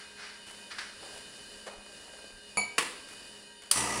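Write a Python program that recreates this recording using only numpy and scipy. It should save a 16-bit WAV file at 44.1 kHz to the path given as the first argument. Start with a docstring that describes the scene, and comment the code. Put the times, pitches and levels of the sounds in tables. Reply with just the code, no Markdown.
"""An espresso machine starts: a switch snaps, a valve hisses, and a motor hums on its shaft orders while
noise shaped by the casing throbs twice a turn. Before that someone shuffles up, clinks a glass on metal
and sets it on the drip tray: decaying modes give the ringing, coloured impulses and noise the contacts.
Behind them lie a steady kitchen hum of coloured noise and a thin appliance whine of wavering tones."""
import sys
import numpy as np
from scipy import signal
from scipy.fft import rfft, irfft
from scipy.io import wavfile

SR = 44100
rng = np.random.default_rng(int(sys.argv[2]) if len(sys.argv) > 2 else 0)


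def to_wav(s):
    """Save 16-bit WAV."""
    ch = np.atleast_2d(s).T  # columns
    pcm = np.round(np.clip(ch, -1, 1) * 32767)  # PCM
    wavfile.write(sys.argv[1], SR, pcm.astype(np.int16))


N = 176400
TIME = np.arange(N) / SR  # s

# Every colour is a relative spectrum: its noise is scaled to rms 1 and its knocks to unit energy.
# Strong orders of the pump shaft: [multiple of the shaft rate, relative level/dB]
SHAFT_ORDERS = [(2, -57), (4, -49.5), (7, -51.5), (10, -51), (13, -52), (16, -61), (20, -51.5), (22, -52),
                (24, -50.5), (30, -54), (31, -56), (40, -59), (64, -49), (66, -43)]
# Response of the casing to the pump: [f/Hz, relative level/dB]
CASING_COLOUR = [(50, -24), (130, -13), (400, -6.5), (700, -5), (810, -8), (915, 4.5), (1060, -7),
                 (1220, 4), (1450, -22), (1750, -6), (1970, -4), (2120, -11), (2800, -8.5), (3600, -22),
                 (5800, -10), (10000, -29), (15000, -45)]
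# Hiss of the valve against time: [t/s, level/dB]; its spectrum: [f/Hz, relative level/dB]
VALVE_LEVEL = [(3.713, -70), (3.72, -29.5), (3.755, -32), (3.775, -29.5), (3.82, -34), (3.87, -38.5),
               (4.0, -40)]
VALVE_SPECTRUM = [(300, -14), (1000, -5), (2800, -7), (3600, -8.5), (4600, -4.5), (5300, -8), (5850, -2.5),
                  (6500, -10), (8000, 0.5), (9800, -0.5), (10800, -7.5), (11800, -31), (13200, -17),
                  (16000, -32)]
# Contacts of the pump switch: [t/s, relative level/dB]; their spectrum: [f/Hz, relative level/dB]
SWITCH_CONTACTS = [(3.712, -18), (3.7134, -8), (3.714, -14.5), (3.7161, -14)]
SWITCH_COLOUR = [(200, -34), (1000, -13.5), (2800, -9), (3900, -10), (4800, 3.5), (6000, -9.5), (7500, -4),
                 (9500, 5), (10800, -3), (11900, -33), (13500, -11), (16000, -27)]
# Modes of the glass: [f/Hz, relative level/dB, t60/s]
GLASS_MODES = [(2229, -24.5, .19), (2278, -23.5, .33), (2339, -28, .2), (4451, -36, .34), (4490, -37, .18),
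               (4535, -36, .18), (6974, -29.5, .24), (7051, -35, .22), (9800, -31, .13), (9836, -28.5, .19),
               (9915, -35, .13), (10160, -39, .2), (13142, -54, .14)]
# Modes of the metal spout that the glass first touches, led by a low thump of the machine casing near 117 Hz:
# [f/Hz, relative level/dB, t60/s]
SPOUT_MODES = [(117, -51, 0.36), (210, -40.5, .3), (492, -43.5, 0.29), (718, -35, 0.13), (783, -37.5, 0.28),
               (940, -38, 0.078), (990, -33, 0.11), (1090, -39, 0.053), (1245, -30.5, 0.084)]
# Contact noise of glass on spout: [f/Hz, relative level/dB]
CONTACT_COLOUR = [(80, -15), (300, -6.5), (800, 4.5), (1250, -4), (1600, -23), (2400, 4.5), (3500, -24),
                  (4500, 3), (5800, -25), (10000, -14), (12000, -38), (16000, -44)]
# The base of the glass lands and rocks on the tray: [t/s, relative level/dB]
BASE_LANDINGS = [(2.7811, -1), (2.7822, -1.5), (2.7852, 2.5), (2.791, -2.5)]
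# Modes of the drip tray: [f/Hz, relative level/dB, t60/s]
TRAY_MODES = [(442, -47.5, .35), (1040, -38, 0.028), (1116, -24.5, 0.084), (1363, -34.5, .12),
              (1770, -28, 0.047), (2530, -43, .2), (2745, -37, .3), (4334, -39, .3), (5070, -46, 0.24)]
# Contact noise of glass on tray: [f/Hz, relative level/dB]
TRAY_CONTACT_COLOUR = [(70, -23), (200, -10), (480, 0.5), (700, -8), (1100, 1), (1500, -0.5), (2100, 1),
                       (2900, -0.5), (3800, -7), (4600, -5.5), (6200, -13), (8000, -7.5), (9800, -6),
                       (11000, -13.5), (12000, -28), (16000, -26)]
# Shoe scuffs: [start t/s, rise/s, decay/s, level/dB]; their spectrum: [f/Hz, relative level/dB]
SHOE_SCUFFS = [(0, 0.0018, 0.035, -48), (.16, 0.044, 0.043, -47), (.21, 0.044, 0.058, -49.5),
               (.70, .018, 0.015, -40), (.779, 0.0092, 0.014, -34)]
SHOE_COLOUR = [(200, -23), (700, -12), (1200, -6), (1500, -0.5), (1650, 0.5), (2100, -3), (2800, -9.5),
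               (3600, -8.5), (4500, -7), (5600, -9.5), (6500, -19), (10000, -19), (12000, -46),
               (16000, -40)]
# Soft steps and floor creaks: [start t/s, rise/s, decay/s, level/dB]; spectrum: [f/Hz, relative level/dB]
SOFT_STEPS = [(1.01, 0.032, .035, -47.5), (1.14, 0.0053, 0.0091, -50), (1.661, .006, 0.021, -38.5),
              (1.86, 0.0036, 0.0065, -50), (2.0, 0.0015, 0.0055, -50.5), (2.032, 0.0022, 0.0062, -51.5),
              (2.075, 0.0028, 0.0092, -49.5), (2.135, 0.0025, .008, -47), (2.185, 0.0046, .008, -48.5),
              (2.24, 0.0044, .007, -49.5), (2.303, .003, .007, -51)]
FLOOR_COLOUR = [(100, -21), (280, -10), (560, 2.5), (1000, -4.5), (1700, -6.5), (2500, -14.5), (6000, -19),
                (10500, -20), (12000, -42), (16000, -45)]
# Sleeve rustles, finger touches: [start t/s, rise/s, decay/s, level/dB]; spectrum: [f/Hz, relative level/dB]
SLEEVE_RUSTLES = [(.458, 0.012, 0.046, -47.5), (1.12, 0.025, 0.042, -50.5), (1.58, 0.0089, .012, -54),
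                  (3.082, .008, 0.031, -47.5), (3.618, 0.0034, 0.015, -46.5)]
SLEEVE_COLOUR = [(200, -5), (2200, -1.5), (6000, -9), (10300, -4.5), (11800, -26), (13500, -21),
                 (16000, -35)]
# Air stirred at the microphone: [start t/s, rise/s, decay/s, level/dB]; spectrum: [f/Hz, relative level/dB]
AIR_PUFFS = [(1.47, .035, .055, -56), (1.75, 0.036, 0.019, -59), (2.315, .02, 0.037, -52)]
AIR_PUFF_COLOUR = [(15, -13), (30, 10), (60, -12), (130, -26), (500, -60), (2000, -90)]
# Steady tones of the appliances: [f/Hz, relative level/dB]
APPLIANCE_TONES = [(206, -68.5), (414.5, -66.5), (942, -69), (1589, -63.5), (1884, -73), (2487, -63.5),
                   (2912, -64.5), (3003, -62), (3660, -68.5), (3784, -80.5), (4167, -66), (4640, -66),
                   (6804, -71.5), (7117, -87), (9230, -67.5), (9530, -73.5)]
# Even room noise: [f/Hz, relative level/dB]
ROOM_COLOUR = [(12, -21), (25, -4.5), (60, -2.5), (140, -7.5), (210, -1.5), (300, -2), (420, -4),
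               (570, 0.5), (750, -8.5), (1300, -9), (1620, -4), (1900, -5), (2200, -13), (2650, -7),
               (2930, 2.5), (3250, -13.5), (3650, -5.5), (4300, -9), (4700, -0.5), (5200, -6.5),
               (5600, -9.5), (6300, -13.5), (7000, -9), (8700, -9.5), (9400, -7.5), (10000, -9),
               (10700, -10), (11700, -38), (13000, -25), (16000, -35)]
# Reverberation of the kitchen: [f/Hz, t60/s]
KITCHEN_DECAY = [(100, 0.73), (500, 0.78), (1400, 0.52), (3700, 0.64), (9700, 0.48), (16000, 0.22)]

PUMP_S, FADE_IN_S, SHAFT_HZ = 3.75, 0.011, 29.92
CASING_DB, THROB_DEPTH = -35, 0.18
FRESH_SHARE = 0.54  # share of the shaking power that does not repeat each turn
CLINK_S, CLINK_TICK_DB, GLASS_DB = 2.572, -28.5, -2
TRAY_DB, TRAY_RING_DB, CLATTER_DB, CLATTER_S = -0.5, 1.5, -23.5, 0.0094
WHINE_WIDTH_HZ, STEADY_SHARE = 9, 0.68  # share of the tone power that does not waver
ROOM_DB, CUTOFF_HZ = -52.5, 15900


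def pump(level_db=-1, waver=0.7, waver_hz=14):
    """Forced vibration: shaft harmonics, plus partly periodic noise filtered by the casing response."""
    turns = SHAFT_HZ * TIME
    running = np.clip((TIME - PUMP_S) / FADE_IN_S, 0, 1)
    hum = 0
    for multiple, db in SHAFT_ORDERS:
        wavering = unit(1 + waver * drift(waver_hz))
        phase = round(multiple) * turns + rng.random()
        hum = hum + np.sqrt(2) * amp(db) * (wavering * np.exp(2j * np.pi * phase)).real
    count = 1474  # samples in one turn
    one_turn = rng.standard_normal(count)
    repeating = one_turn[(turns % 1 * count).astype(int)]
    shake = np.sqrt(1 - FRESH_SHARE) * repeating + np.sqrt(FRESH_SHARE) * rng.standard_normal(N)
    rattle = amp(CASING_DB) * tint(shake * throb(), CASING_COLOUR)
    return running * (amp(level_db) * hum + rattle)


def throb():
    """Amplitude modulation at twice the shaft rate, common to the casing and the valve."""
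    return 1 + THROB_DEPTH * np.cos(4 * np.pi * SHAFT_HZ * TIME)


def valve(flutter_db=-0.5):
    """Flow noise: a broadband hiss with a falling, fluttering level, modulated by the throb."""
    level_db = np.interp(TIME, *np.transpose(VALVE_LEVEL), left=-120)
    return amp(level_db + flutter_db * drift(70).real) * noise(VALVE_SPECTRUM) * throb()


def switch():
    """Contact impact: hard, bright bursts within five milliseconds, reflected by the casing."""
    envelope = sum(amp(db) * swell(start, 0.00043, 0.00092) for start, db in SWITCH_CONTACTS)
    return kitchen(envelope * noise(SWITCH_COLOUR), early_db=-7, tail_db=-10.5, early_s=0.0067)


def clink():
    """Modal excitation: rim on spout rings close groups of glass modes over a short metal knock."""
    contact = [(CLINK_S, 0.001, 0.008, CLINK_TICK_DB)]
    tick = rubs(contact, CONTACT_COLOUR, grain_db=-4, room_db=1.5, room_t60=0.3)
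    glass = kitchen(ring(GLASS_MODES, CLINK_S), early_db=-14, tail_db=-9.5)
    spout = kitchen(ring(SPOUT_MODES, CLINK_S), early_db=-11.5, tail_db=-9)
    return tick + amp(GLASS_DB) * glass + spout


def set_down():
    """Repeated impact: the base lands and chatters on the tray, whose sheet-metal modes ring."""
    first = BASE_LANDINGS[0][0]
    impacts = knocks(BASE_LANDINGS, TRAY_CONTACT_COLOUR)
    crack = amp(TRAY_DB) * kitchen(impacts, early_db=4, tail_db=-2, early_s=0.005)
    contact = [(first, 0.002, CLATTER_S, CLATTER_DB)]
    chatter = rubs(contact, TRAY_CONTACT_COLOUR, grain_db=3.5, room_db=0.5, room_t60=0.53)
    ringing = amp(TRAY_RING_DB) * ring(TRAY_MODES, first)
    return crack + chatter + kitchen(ringing, early_db=-16, tail_db=-11)


def person():
    """Friction noise of feet and sleeve, with low-frequency turbulence of stirred air."""
    scuffs = rubs(SHOE_SCUFFS, SHOE_COLOUR, grain_db=1, room_db=0.5)
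    steps = rubs(SOFT_STEPS, FLOOR_COLOUR, grain_db=3.5, room_db=-1)
    sleeve = rubs(SLEEVE_RUSTLES, SLEEVE_COLOUR, grain_db=6.5, room_db=-2)
    puffs = rubs(AIR_PUFFS, AIR_PUFF_COLOUR, grain_db=6, room_db=-20)
    return scuffs + steps + sleeve + puffs


def room_hum(waver_db=3.24, whine_db=1):
    """Stationary noise with slow level drift, and narrow-band tones: steady carrier plus random part."""
    tones = 0
    for hz, db in APPLIANCE_TONES:
        strength = np.sqrt(STEADY_SHARE) + np.sqrt(1 - STEADY_SHARE) * drift(WHINE_WIDTH_HZ)
        tones = tones + amp(db) * (strength * np.exp(2j * np.pi * hz * TIME)).real
    hum = amp(ROOM_DB + waver_db * drift(1.7).real) * noise(ROOM_COLOUR)
    return hum + amp(whine_db) * np.sqrt(2) * tones


def kitchen(x, early_db, tail_db, early_s=0.014):
    """Room response: direct sound, sparse reflections of counter and casing, frequency-dependent tail."""
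    count = 30000
    t = np.arange(count) / SR
    sparse = rng.random(count) < 1500 / SR  # about 1500 reflections per second
    early = rng.standard_normal(count) * sparse * np.exp(-t / early_s) * (t > 0.001)
    hz, at, z = signal.stft(rng.standard_normal(count), SR, nperseg=256)
    decay = amp(-60 * at / read(KITCHEN_DECAY, hz)[:, None])
    tail = signal.istft(z * decay, SR, nperseg=256)[1][:count]
    tail = tail * np.minimum(t / 0.012, 1)
    echo = amp(early_db) * early / np.linalg.norm(early) + amp(tail_db) * tail / np.linalg.norm(tail)
    total_gain = np.sqrt(1 + amp(early_db) ** 2 + amp(tail_db) ** 2)
    return (x + signal.fftconvolve(x, echo)[:N]) / total_gain


def rubs(rows, colour, grain_db, room_db, room_t60=0.65):
    """Friction: swells of grainy noise, their power prolonged by exponential room decay."""
    power = sum(amp(db) * swell(start, rise, decay) for start, rise, decay, db in rows) ** 2
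    keep = np.exp(-np.log(1e6) / (room_t60 * SR))  # power kept per sample
    echo = amp(room_db) ** 2 * signal.lfilter([1 - keep], [1, -keep], power)
    grain = unit(amp(grain_db * drift(150).real))
    return np.sqrt(power + echo) * noise(colour) * grain


def ring(modes, start):
    """Modal superposition: exponentially decaying sines struck at one moment."""
    t = np.arange(SR) / SR
    sound = np.zeros(SR)
    for hz, db, t60 in modes:
        sound += amp(db - 60 * t / t60) * np.sin(2 * np.pi * (hz * t + rng.random()))
    return np.concatenate([np.zeros(round(start * SR)), sound, np.zeros(N)])[:N]


def knocks(rows, colour):
    """Minimum-phase impulses: each starts at once and dies with the given spectrum."""
    count = 4096
    log_gain = np.log(amp(read(colour, abs(np.fft.fftfreq(count, 1 / SR)))))
    # the Hilbert transform of the log gain gives the minimum phase
    click = np.fft.ifft(np.exp(np.conj(signal.hilbert(log_gain)))).real
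    hits = np.zeros(N)
    for start, db in rows:
        hits[round(start * SR)] += amp(db)
    return signal.fftconvolve(hits, click / np.linalg.norm(click))[:N]


def swell(start, rise, decay):
    """Transient envelope: linear attack, exponential release."""
    t = TIME - start
    return np.clip(t / rise, 0, 1) * np.exp(-np.maximum(t - rise, 0) / decay)


def drift(hz):
    """Low-pass random process: complex, rms 1, varying up to about hz."""
    count = 2048
    f = np.fft.fftfreq(count, N / SR / count)
    white = rng.standard_normal(count) + 1j * rng.standard_normal(count)
    slow = unit(np.fft.ifft(white / (1 + (f / hz) ** 2)))
    return np.interp(TIME, np.linspace(0, N / SR, count), slow)


def noise(colour):
    """Stationary random noise with a given spectrum."""
    return tint(rng.standard_normal(N), colour)


def tint(x, colour):
    """Linear filtering: shapes the spectrum of a steady sound, at rms 1."""
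    gain = amp(read(colour, np.fft.rfftfreq(N, 1 / SR)))
    return unit(irfft(rfft(x) * gain, N))


def read(points, hz):
    """Interpolation of a table on a logarithmic frequency axis."""
    f, value = np.transpose(points)
    return np.interp(np.log(hz + 1), np.log(f + 1), value)


def unit(x):
    """Normalisation to rms 1."""
    return x / np.sqrt(np.mean(abs(x) ** 2) + 1e-20)


def amp(db):
    """Logarithmic level: decibels to amplitude gain."""
    return 10 ** (np.asarray(db) / 20)


def scene():
    """Superposition of all sources at one microphone."""
    machine = pump() + valve() + switch()
    return (machine + clink() + set_down() + person() + room_hum())[None]


def record(dry):
    """Band limitation: a linear-phase low-pass filter sets the upper limit of the recorder."""
    lowpass = signal.firwin(511, CUTOFF_HZ, window=("kaiser", 9), fs=SR)
    return signal.oaconvolve(dry, lowpass[None], "same")


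dry = scene()
out = record(dry)
to_wav(out)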